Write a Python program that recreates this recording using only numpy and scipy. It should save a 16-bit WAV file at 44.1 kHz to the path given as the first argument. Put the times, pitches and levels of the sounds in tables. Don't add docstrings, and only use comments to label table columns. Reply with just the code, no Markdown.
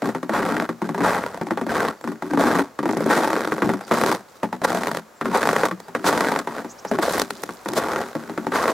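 import sys
import numpy as np
from scipy import signal
from scipy.io import wavfile
from scipy.ndimage import uniform_filter1d

SR = 44100
rng = np.random.default_rng(int(sys.argv[2]) if len(sys.argv) > 2 else 0)


def put_to_file(sound):
    columns = np.atleast_2d(sound).T
    safe = np.clip(columns, -1, 1)
    whole_steps = np.round(safe * 32767)
    wavfile.write(sys.argv[1], SR, whole_steps.astype(np.int16))


N = 384993
T = np.arange(SR // 5) / SR
MIDDLE_S = T.mean()
EDGE_HZ = 16100

# (frequency [Hz], level per Hz [dB])
AIR_COLOUR = [(18, -35), (30, -4), (540, 12), (616, 11), (1220, 9), (3060, -6.5), (7470, -6.5), (8300, -12),
              (9970, -13), (14400, -13), (16000, -15)]
# (time [s], change [dB])
AIR_LEVEL_DRIFT = [(0, 1), (2.7, -0.5), (4.3, 0), (5.1, -0.5), (6.8, 4.5), (8.7, 5)]
AIR_DB = -49
# (time [s], length [s], start pitch [Hz], end pitch [Hz], level [dB], buzz [0-1])
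BIRD_CALLS = [(1.963, 0.051, 5100, 4100, -67, 0.1), (2.002, 0.049, 6900, 8100, -61, 0.2),
              (3.793, 0.11, 5000, 4500, -58, 0.4), (5.14, 0.066, 7900, 7200, -65, 0.1),
              (5.81, 0.07, 4630, 4700, -61, 0.34), (6.68, 0.06, 5700, 7160, -46.5, 0.7),
              (6.776, 0.037, 4830, 6360, -49.5, 0.65), (6.86, 0.054, 5150, 6600, -46, 0.7)]

# (frequency [Hz], level per Hz [dB])
SNOW_COLOUR = [(18, -35), (30, -6), (86, 8), (215, -4), (336, 4), (415, 2.5), (512, 7), (649, 0),
               (1040, -4.5), (1860, -8), (2830, -20.5), (3770, -16.5), (7870, -22.5), (14800, -30),
               (16000, -39)]
# (pitch [Hz], time to fall by 60 dB [s], level among the modes [dB])
BOOT_MODES = [(125, 0.33, -16.5), (180.6, 0.21, -2.5), (228.4, 0.25, 0), (298.2, 0.12, 4.5),
              (371.6, 0.14, 4.5)]

# (time [s], length [s], level [dB])
CRUMB_FALLS = [(2.885, 0.21, -48), (7.27, 0.21, -50.5), (7.516, 0.32, -52.5)]
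# (time [s], level over 10 ms [dB], pitch [Hz], boot thud relative to the crunch [dB])
DULL_CRUNCHES = [(0.022, -21.5, 700, 0), (0.091, -22.5, 615, -6), (0.15, -23, 875, -1),
                 (0.231, -26, 910, 1.5), (0.295, -19.5, 720, -1), (0.692, -22.5, 1130, 0.5),
                 (0.819, -23.5, 955, 4), (0.892, -24.5, 810, 2), (0.947, -24, 860, -4),
                 (0.98, -25, 1030, -11), (1.007, -20.5, 760, 1.5), (1.414, -23, 790, 1),
                 (1.47, -28, 812, -4), (1.509, -19, 790, 0), (1.575, -21, 900, -8), (1.614, -24, 700, 3),
                 (1.667, -25.5, 620, 1.5), (2.042, -28.5, 1060, -4), (2.076, -25, 1040, 0.5),
                 (2.119, -32.5, 1060, 2), (2.224, -24.5, 880, -3.5), (2.336, -21, 810, -0.5),
                 (2.375, -18.5, 910, 0), (2.791, -22, 1150, -4), (2.831, -24.5, 930, 0),
                 (2.857, -20, 806, -2), (2.892, -20.5, 810, -3), (2.934, -24.5, 840, -13),
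                 (2.97, -21, 720, 0), (3.007, -20.5, 560, -4), (3.062, -19, 550, 1), (3.365, -19, 1150, -8),
                 (3.522, -19.5, 1100, -3.5), (3.622, -16, 1160, 0), (3.648, -26, 910, 8),
                 (3.693, -17, 780, -2.5), (3.737, -25, 870, 4), (3.811, -30, 870, -13),
                 (3.913, -14.5, 1110, -4.5), (4.433, -18, 846, -4), (4.529, -22.5, 870, -6),
                 (4.618, -25.5, 625, -2.5), (5.213, -21, 1120, -6.5), (5.257, -21, 1190, -12),
                 (5.635, -13, 935, -15.5), (5.713, -23, 1180, -3), (5.884, -35, 845, -4),
                 (5.951, -17.5, 1350, -9.5), (6.044, -21.5, 1010, -5), (6.474, -22, 920, -9),
                 (6.647, -30.5, 795, 0.5), (6.851, -24.5, 860, -10), (6.915, -17.5, 634, -0.5),
                 (6.988, -17, 725, -3), (7.492, -27.5, 970, -7), (7.66, -24.5, 915, -3.5),
                 (8.153, -23, 615, -1), (8.297, -29.5, 885, 0.5), (8.378, -23, 1320, -1),
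                 (8.469, -21, 790, -2), (8.521, -21.5, 1255, -6)]
# (time [s], level over 10 ms [dB], ice fizz relative to the crack [dB])
SHARP_CRACKS = [(0.5681, -21, -21), (0.6004, -21, -19), (1.1667, -23, -25), (1.239, -25, -23),
                (1.3458, -30, -16), (1.8509, -23, -18), (1.8854, -24, -13), (2.0125, -39, -11),
                (2.5946, -20, -17), (3.3042, -24, -14), (3.332, -19, -16), (3.4077, -25, -12),
                (3.4518, -23, -16), (3.4756, -23, -15), (3.5821, -26, -21), (4.0148, -20, -13),
                (4.0375, -15.5, -16), (4.0631, -22, -8), (4.1168, -19, -12), (4.1495, -28, -8),
                (4.7207, -24, -18), (4.7744, -23, -18), (4.8354, -24, -12), (4.8724, -22, -12),
                (4.9156, -25, -12), (4.9491, -25, -14), (4.9722, -24, -10), (5.4317, -18, -23),
                (5.4556, -21, -18), (5.4737, -17, -14), (5.4909, -15, -16), (5.5647, -17, -17),
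                (5.6553, -20, -10), (5.8029, -37, -6), (6.1283, -19, -19), (6.1774, -22, -11),
                (6.2084, -19, -10), (6.247, -22, -20), (6.3212, -20, -15), (6.3623, -20, -17),
                (6.3909, -24, -7), (7.1807, -23, -13), (7.198, -20, -4), (7.2186, -20, -3),
                (7.307, -25, -6), (7.4366, -25, -7), (7.688, -27, -4), (7.736, -29, -5), (7.9614, -23, -16),
                (8.657, -19, -23), (8.6807, -21, -16)]
# (middle [s], level over 10 ms [dB],
# half length before a slight widening [s], pitch [Hz], ice fizz relative to the collapse level [dB])
CRUST_COLLAPSES = [(0.361, -16, 0.027, 1030, -18), (1.058, -14, 0.027, 910, -27),
                   (1.139, -16, 0.054, 846, -18.5), (3.11, -12, 0.014, 1060, -16.5),
                   (3.937, -18, 0.019, 1040, -28), (4.648, -12, 0.0063, 1030, -12.5),
                   (5.354, -12.5, 0.02, 970, -20), (6.078, -14.5, 0.017, 1160, -5),
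                   (7.029, -18, 0.0072, 1190, -9), (7.081, -18, 0.0032, 570, -30),
                   (7.777, -15.5, 0.013, 555, -7.5), (8.559, -15.5, 0.022, 1050, -13)]
# (heel down [s], heel length [s], heel load [dB],
# sole down [s], sole length [s], sole load [dB], easing of the sole load [dB per s],
# boot thud [dB], ice fizz [dB], deep rumble [dB], note of the hollow [Hz], gain of its ring [dB])
WALKING_STEPS = [(0.028, 0.057, -26.5, 0.31, 0.33, -22.5, 16, 0.5, -19, -26, 285, -7.5),
                 (0.829, 0.2, -34.5, 1.02, 0.37, -19, 44.5, -7, -17.5, -22, 191, -1.5),
                 (1.43, 0.25, -43.5, 1.677, 0.21, -21, 16, -3.5, -18.5, -24.5, 325, -5),
                 (2.238, 0.12, -32, 2.38, 0.23, -19, 17, -2.5, -17.5, -25, 292, 4),
                 (2.83, 0.26, -33.5, 3.10, 0.82, -19, 27, -5, -15.5, -36, 322, 1.5),
                 (3.629, 0.097, -29.5, 3.90, 0.24, -23, -3, -2.5, -13, -31, 323, -7),
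                 (4.439, 0.012, -51, 4.66, 0.32, -23, 23.5, -3.5, -14, -30, 185, -4.5),
                 (5.219, 0.12, -29, 5.33, 0.33, -21.5, 7.5, -13, -15, -27.5, 197, -5.5),
                 (5.961, 0.062, -36.5, 6.04, 0.35, -18.5, 19.5, -4.5, -16, -32, 294, -5),
                 (6.92, 0.065, -31.5, 7.01, 0.19, -25, -12.5, -3.5, -9.5, -23, 324, -5),
                 (7.67, 0.12, -32.5, 7.76, 0.27, -25, 8, -5.5, -17, -24.5, 310, -2.5),
                 (8.39, 0.066, -36, 8.53, 0.17, -22.5, -6, -9, -16.5, -26, 288, -5)]
# (time [s], length [s], load [dB], boot thud [dB], ice fizz [dB]), the last two relative to the load
BOOT_SHIFTS = [(2.03, 0.092, -39, 12, -13), (3.53, 0.093, -41.5, 8.5, -21), (3.864, 0.032, -35.5, 0, -5.5),
               (4.27, 0.1, -53.5, 0, -2), (6.48, 0.13, -30.5, -3, -18), (7.28, 0.24, -49, 9, -2),
               (8.03, 0.077, -34.5, -4, -13), (8.16, 0.18, -39, 1.5, -15.5)]

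LEAD_S = 0.008
ATTACK_S, RELEASE_DB_PER_S = 0.025, 279
SETTLE_DB, SETTLE_DB_PER_S = -5, 419
TYPICAL_DB, CRUNCH_FIZZ_DB, FIZZ_GROWTH = -23, -42.5, 0.62
HEEL_THUD_DB, HEEL_FIZZ_DB, HEEL_RUMBLE_DB = 7, -16.5, -42
PAUSE_LEAD_S, PAUSE_S, PAUSE_DB = 0.0088, 0.0068, -3.5
LIGHT_PER_S, LOAD_PER_S = 55, 260
TICKS_PER_S, TICKS_DB = 50, -11
TICK_LOW_HZ, TICK_HIGH_HZ, TICK_Q = 4000, 13100, 2.9
SCATTER_SPREAD_DB = 6


def amp(db):
    return 10 ** (np.asarray(db) / 20)


def evened(x):
    return x / np.sqrt(np.mean(x ** 2) + 1e-20)


def unit(x):
    return evened(x) / np.sqrt(x.shape[-1])


def sized(x, db):
    return amp(db) * unit(x) * np.sqrt(SR / 100)


def add(mix, s, sound):
    start = max(round(s * SR), 0)
    part = mix[:, start:][:, :sound.shape[-1]]
    part += sound[..., :part.shape[1]]


def through(x, response):
    shaped = response.reshape((1,) * (x.ndim - 1) + (-1,))
    return signal.oaconvolve(x, shaped, axes=-1)[..., :x.shape[-1]]


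def causal(points, size=4096):
    hz, db = np.transpose(points)
    bins_hz = abs(np.fft.fftfreq(size, 1 / SR)) + 1
    log_gain = np.log(amp(np.interp(np.log(bins_hz), np.log(hz), db)))
    spectrum = np.exp(np.conj(signal.hilbert(log_gain)))
    return np.fft.ifft(spectrum).real[:size // 2]


def cut(x, hz, kind, order):
    return signal.sosfilt(signal.butter(order, hz, kind, fs=SR, output="sos"), x)


def ring(hz, t60):
    return np.sin(2 * np.pi * hz * T) * np.exp(-np.log(1000) * T / t60)


def clicks(size, per_s, spread_db):
    chance, sign, strength = rng.random((3, size))
    size_db = spread_db * np.minimum(-np.log(1 - strength), 4)
    return (chance < per_s / SR) * np.sign(sign - 0.5) * amp(size_db)


def pair(x, apart):
    shared, difference = x[0], apart * x[1]
    return np.array([shared + difference, shared - difference]) / np.sqrt(1 + apart ** 2)


def air():
    drift_db = np.interp(np.arange(N) / SR, *np.transpose(AIR_LEVEL_DRIFT))
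    noise = pair(rng.standard_normal((2, N)), apart=0.42)
    return amp(AIR_DB + drift_db) * evened(through(noise, causal(AIR_COLOUR)))


def birds():
    out = np.zeros((2, N))
    for s, length, start_hz, end_hz, db, buzz in BIRD_CALLS:
        size = round(length * SR)
        flutter = evened(uniform_filter1d(rng.standard_normal(len(T)), size=16))[:size]
        hz = np.linspace(start_hz, end_hz, size) + 900 * buzz * flutter
        whistle = np.sin(2 * np.pi * np.cumsum(hz) / SR) * np.hanning(size)
        add(out, s, amp(db) * evened(whistle))
    return out


def surroundings(x):
    delay = (np.arange(len(T)) == round(0.0068 * SR)) * 1.0
    bounce = amp(-19) * cut(through(x, delay), 610, "low", order=2)
    fade = np.exp(-T / 0.005) * (T > 0.001)
    scatter = [unit(clicks(len(T), per_s=4600, spread_db=SCATTER_SPREAD_DB) * fade) for _ in x]
    return bounce + amp(-13) * np.array([through(channel, taps) for channel, taps in zip(x, scatter)])


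def hollow(x):
    heel_s, *_, hz, ring_db = np.transpose(WALKING_STEPS)
    step = np.maximum(np.searchsorted(heel_s, np.arange(N) / SR) - 1, 0)
    turn = np.exp(2j * np.pi * np.cumsum(hz[step]) / SR)
    pole = np.exp(-np.pi * 55 / SR)
    smoothed = signal.lfilter([1 - pole], [1, -pole], amp(ring_db[step]) * x / turn)
    return 2 * (turn * smoothed).real


def voices():
    snow = causal(SNOW_COLOUR)
    pop = cut(cut(snow, 445, "high", order=2), 3320, "low", order=4)
    return pop, unit(cut(snow, 2700, "high", order=3))


def crystals(envelope, tick):
    snaps = np.array([clicks(len(envelope), per_s=12000, spread_db=0.5) for _ in range(2)])
    return through(pair(snaps, apart=0.37) * envelope, tick)


def ice_ticks(size, per_s, tick):
    side = rng.uniform(0, np.pi / 2, size)
    snaps = clicks(size, per_s=per_s, spread_db=4.5) * np.array([np.cos(side), np.sin(side)])
    pitches = np.geomspace(TICK_LOW_HZ, TICK_HIGH_HZ, num=6)
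    kind = rng.integers(0, len(pitches), size)
    rung = np.zeros((2, size))
    for k, hz in enumerate(pitches):
        rung += signal.lfilter(*signal.iirpeak(hz, TICK_Q, fs=SR), snaps * (kind == k) + 1e-20)
    return evened(through(rung, tick))


def skitters(tick):
    out = np.zeros((2, N))
    for s, length, db in CRUMB_FALLS:
        add(out, s, amp(db) * ice_ticks(SR, 88, tick)[:, :round(length * SR)])
    return out


def slab(pop, hz, q=3.7):
    hz = np.clip(hz, 300, 3000)
    tone = signal.lfilter(*signal.iirpeak(hz, q, fs=SR), pop)
    dulled = cut(pop, 3.57 * hz, "low", order=2)
    return -unit(unit(dulled) + 0.76 * unit(tone))


def thud():
    detune = 1 + 0.065 * rng.standard_normal(len(BOOT_MODES))
    modes = np.zeros(len(T))
    for (hz, t60, db), factor in zip(BOOT_MODES, detune):
        modes += amp(db) * ring(hz * factor, t60) * rng.choice([-1, 1])
    onset = 1 - np.exp(-T / 0.0031)
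    return unit(cut(modes, 480, "low", order=3) * onset)


def fracture(pop, tick, thud_db, fizz_db, crumble_s, crumble_db, fizz_s):
    after = T - LEAD_S
    rise = np.exp(np.minimum(after, 0) / 0.0017)
    fade = np.exp(-np.maximum(after, 0) / crumble_s)
    snap = (np.arange(len(T)) == round((LEAD_S - 0.0005) * SR)) * 1.0
    dip = 1 - 0.36 * np.exp(-(after / 0.00041) ** 2)
    fragments = clicks(len(T), per_s=4100, spread_db=4.5) * rise * fade * dip
    body = unit(through(snap, pop) + amp(crumble_db) * unit(through(fragments, pop)))
    fizz_fade = np.exp(-np.maximum(after, 0) / fizz_s) + 0.85 * fade
    fizz = unit(crystals(rise * fizz_fade, tick))
    boot = through(snap, thud())
    return (body + amp(thud_db) * boot + amp(fizz_db) * fizz) * np.sqrt(SR / 100)


def crunch_fizz(db):
    return CRUNCH_FIZZ_DB + FIZZ_GROWTH * (db - TYPICAL_DB) - db


def breaks(pop, tick):
    out = np.zeros((2, N))
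    for s, db, hz, thud_db in DULL_CRUNCHES:
        sound = fracture(slab(pop, hz), tick, thud_db, crunch_fizz(db),
                         crumble_s=0.011, crumble_db=0.5, fizz_s=0.00083)
        add(out, s - LEAD_S, amp(db) * sound)
    for s, db, fizz_db in SHARP_CRACKS:
        snap = slab(pop, 1150 * np.exp(0.2 * rng.standard_normal()), q=1.3)
        sound = fracture(snap, tick, thud_db=-9, fizz_db=fizz_db,
                         crumble_s=0.0025, crumble_db=-8, fizz_s=0.001)
        add(out, s - LEAD_S, amp(db) * sound)
    for s, db, half_s, hz, fizz_db in CRUST_COLLAPSES:
        swell = np.exp(-abs((T - MIDDLE_S) / (1.15 * half_s)) ** 1.46)
        shower = through(clicks(len(T), per_s=1300, spread_db=1.5) * swell, slab(pop, hz))
        fizz = sized(crystals(swell, tick), db + fizz_db)
        add(out, s - MIDDLE_S, sized(shower, db) + fizz)
    return out


def holding():
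    strain = np.zeros((1, N))
    pause = np.exp(-((T - MIDDLE_S + PAUSE_LEAD_S) / PAUSE_S) ** 2)
    for s, *_ in list(DULL_CRUNCHES) + list(SHARP_CRACKS):
        add(strain, s - MIDDLE_S, pause)
    return amp(PAUSE_DB * np.minimum(strain[0], 1))


def creaking():
    wander = uniform_filter1d(rng.standard_normal(N), size=1300)
    run = evened(uniform_filter1d(wander, size=700))
    return amp(4.5 * np.clip(run, -2, 2))


def press(length, db, easing_db_per_s=0, release_db_per_s=RELEASE_DB_PER_S):
    t = np.arange(SR) / SR
    eased_db = easing_db_per_s * np.minimum(t, length)
    lifted_db = release_db_per_s * np.maximum(t - length, 0)
    return np.minimum(t / ATTACK_S, 1) * amp(db - eased_db - lifted_db)


def tread():
    heel_colour = (HEEL_THUD_DB, HEEL_FIZZ_DB, HEEL_RUMBLE_DB)
    presses = []
    for s, length, db, thud_db, fizz_db in BOOT_SHIFTS:
        presses.append((s, press(length, db), thud_db, fizz_db, HEEL_RUMBLE_DB))
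    for heel_s, heel_length, heel_db, sole_s, sole_length, sole_db, easing, *colour_db, _, _ in WALKING_STEPS:
        presses.append((heel_s, press(heel_length, heel_db), *heel_colour))
        presses.append((sole_s, press(sole_length, sole_db, easing), *colour_db))
    for s, db, *_ in DULL_CRUNCHES:
        settling = press(0, db + SETTLE_DB, 0, SETTLE_DB_PER_S)
        presses.append((s, settling, 0, HEEL_FIZZ_DB, HEEL_RUMBLE_DB))
    power = np.zeros((4, N))
    for s, weight, *colour_db in presses:
        add(power, s, (weight * amp([0, *colour_db])[:, None]) ** 2)
    crush, *parts = np.sqrt(power + 1e-14)
    return crush, *(parts / crush)


def crushing(pop, tick):
    crush, thud_share, fizz_share, rumble_share = tread()
    pops = [slab(pop, hz, q=10.8) for hz in np.geomspace(680, 1550, num=8)]
    pace = LIGHT_PER_S + LOAD_PER_S * crush / crush.max()
    trains = np.array([clicks(N, per_s=pace, spread_db=4) * creaking() for _ in pops])
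    trains /= np.sqrt(abs(uniform_filter1d((trains ** 2).sum(0), size=1500)) + 0.5)
    grains = evened(sum(through(train, voice) for train, voice in zip(trains, pops)))
    boot = evened(sum(through(train, thud()) for train in trains))
    avalanche = np.exp(-abs(np.arange(-200, 201) / SR) / 0.0007)
    bursts = evened(np.sqrt(np.convolve((trains ** 2).sum(0), avalanche, "same")))
    fizz = evened(crystals(bursts + 0.25, tick))
    fizz = fizz + amp(TICKS_DB) * ice_ticks(N, TICKS_PER_S, tick)
    deep_noise = cut(rng.standard_normal(N), 93, "low", order=2)
    rumble = evened(cut(deep_noise, 57, "high", order=3))
    snow = holding() * (amp(-1.63) * grains + amp(0.4) * fizz_share * fizz)
    return crush * (snow + rumble_share * rumble + amp(-5.5) * thud_share * boot)


def scene():
    pop, tick = voices()
    steps = breaks(pop, tick) + crushing(pop, tick) + skitters(tick)
    return steps + hollow(steps) + surroundings(steps) + birds() + air()


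def record(dry):
    low = signal.oaconvolve(dry, signal.firwin(63, 1900, fs=SR)[None], "same")
    tilted = low * amp([[0.5], [-0.5]]) + (dry - low) * amp([[-0.7], [0.7]])
    band = signal.firwin(511, EDGE_HZ, window=("kaiser", 9), fs=SR)
    return signal.oaconvolve(tilted, band[None], "same")


dry = scene()
out = record(dry)
put_to_file(out)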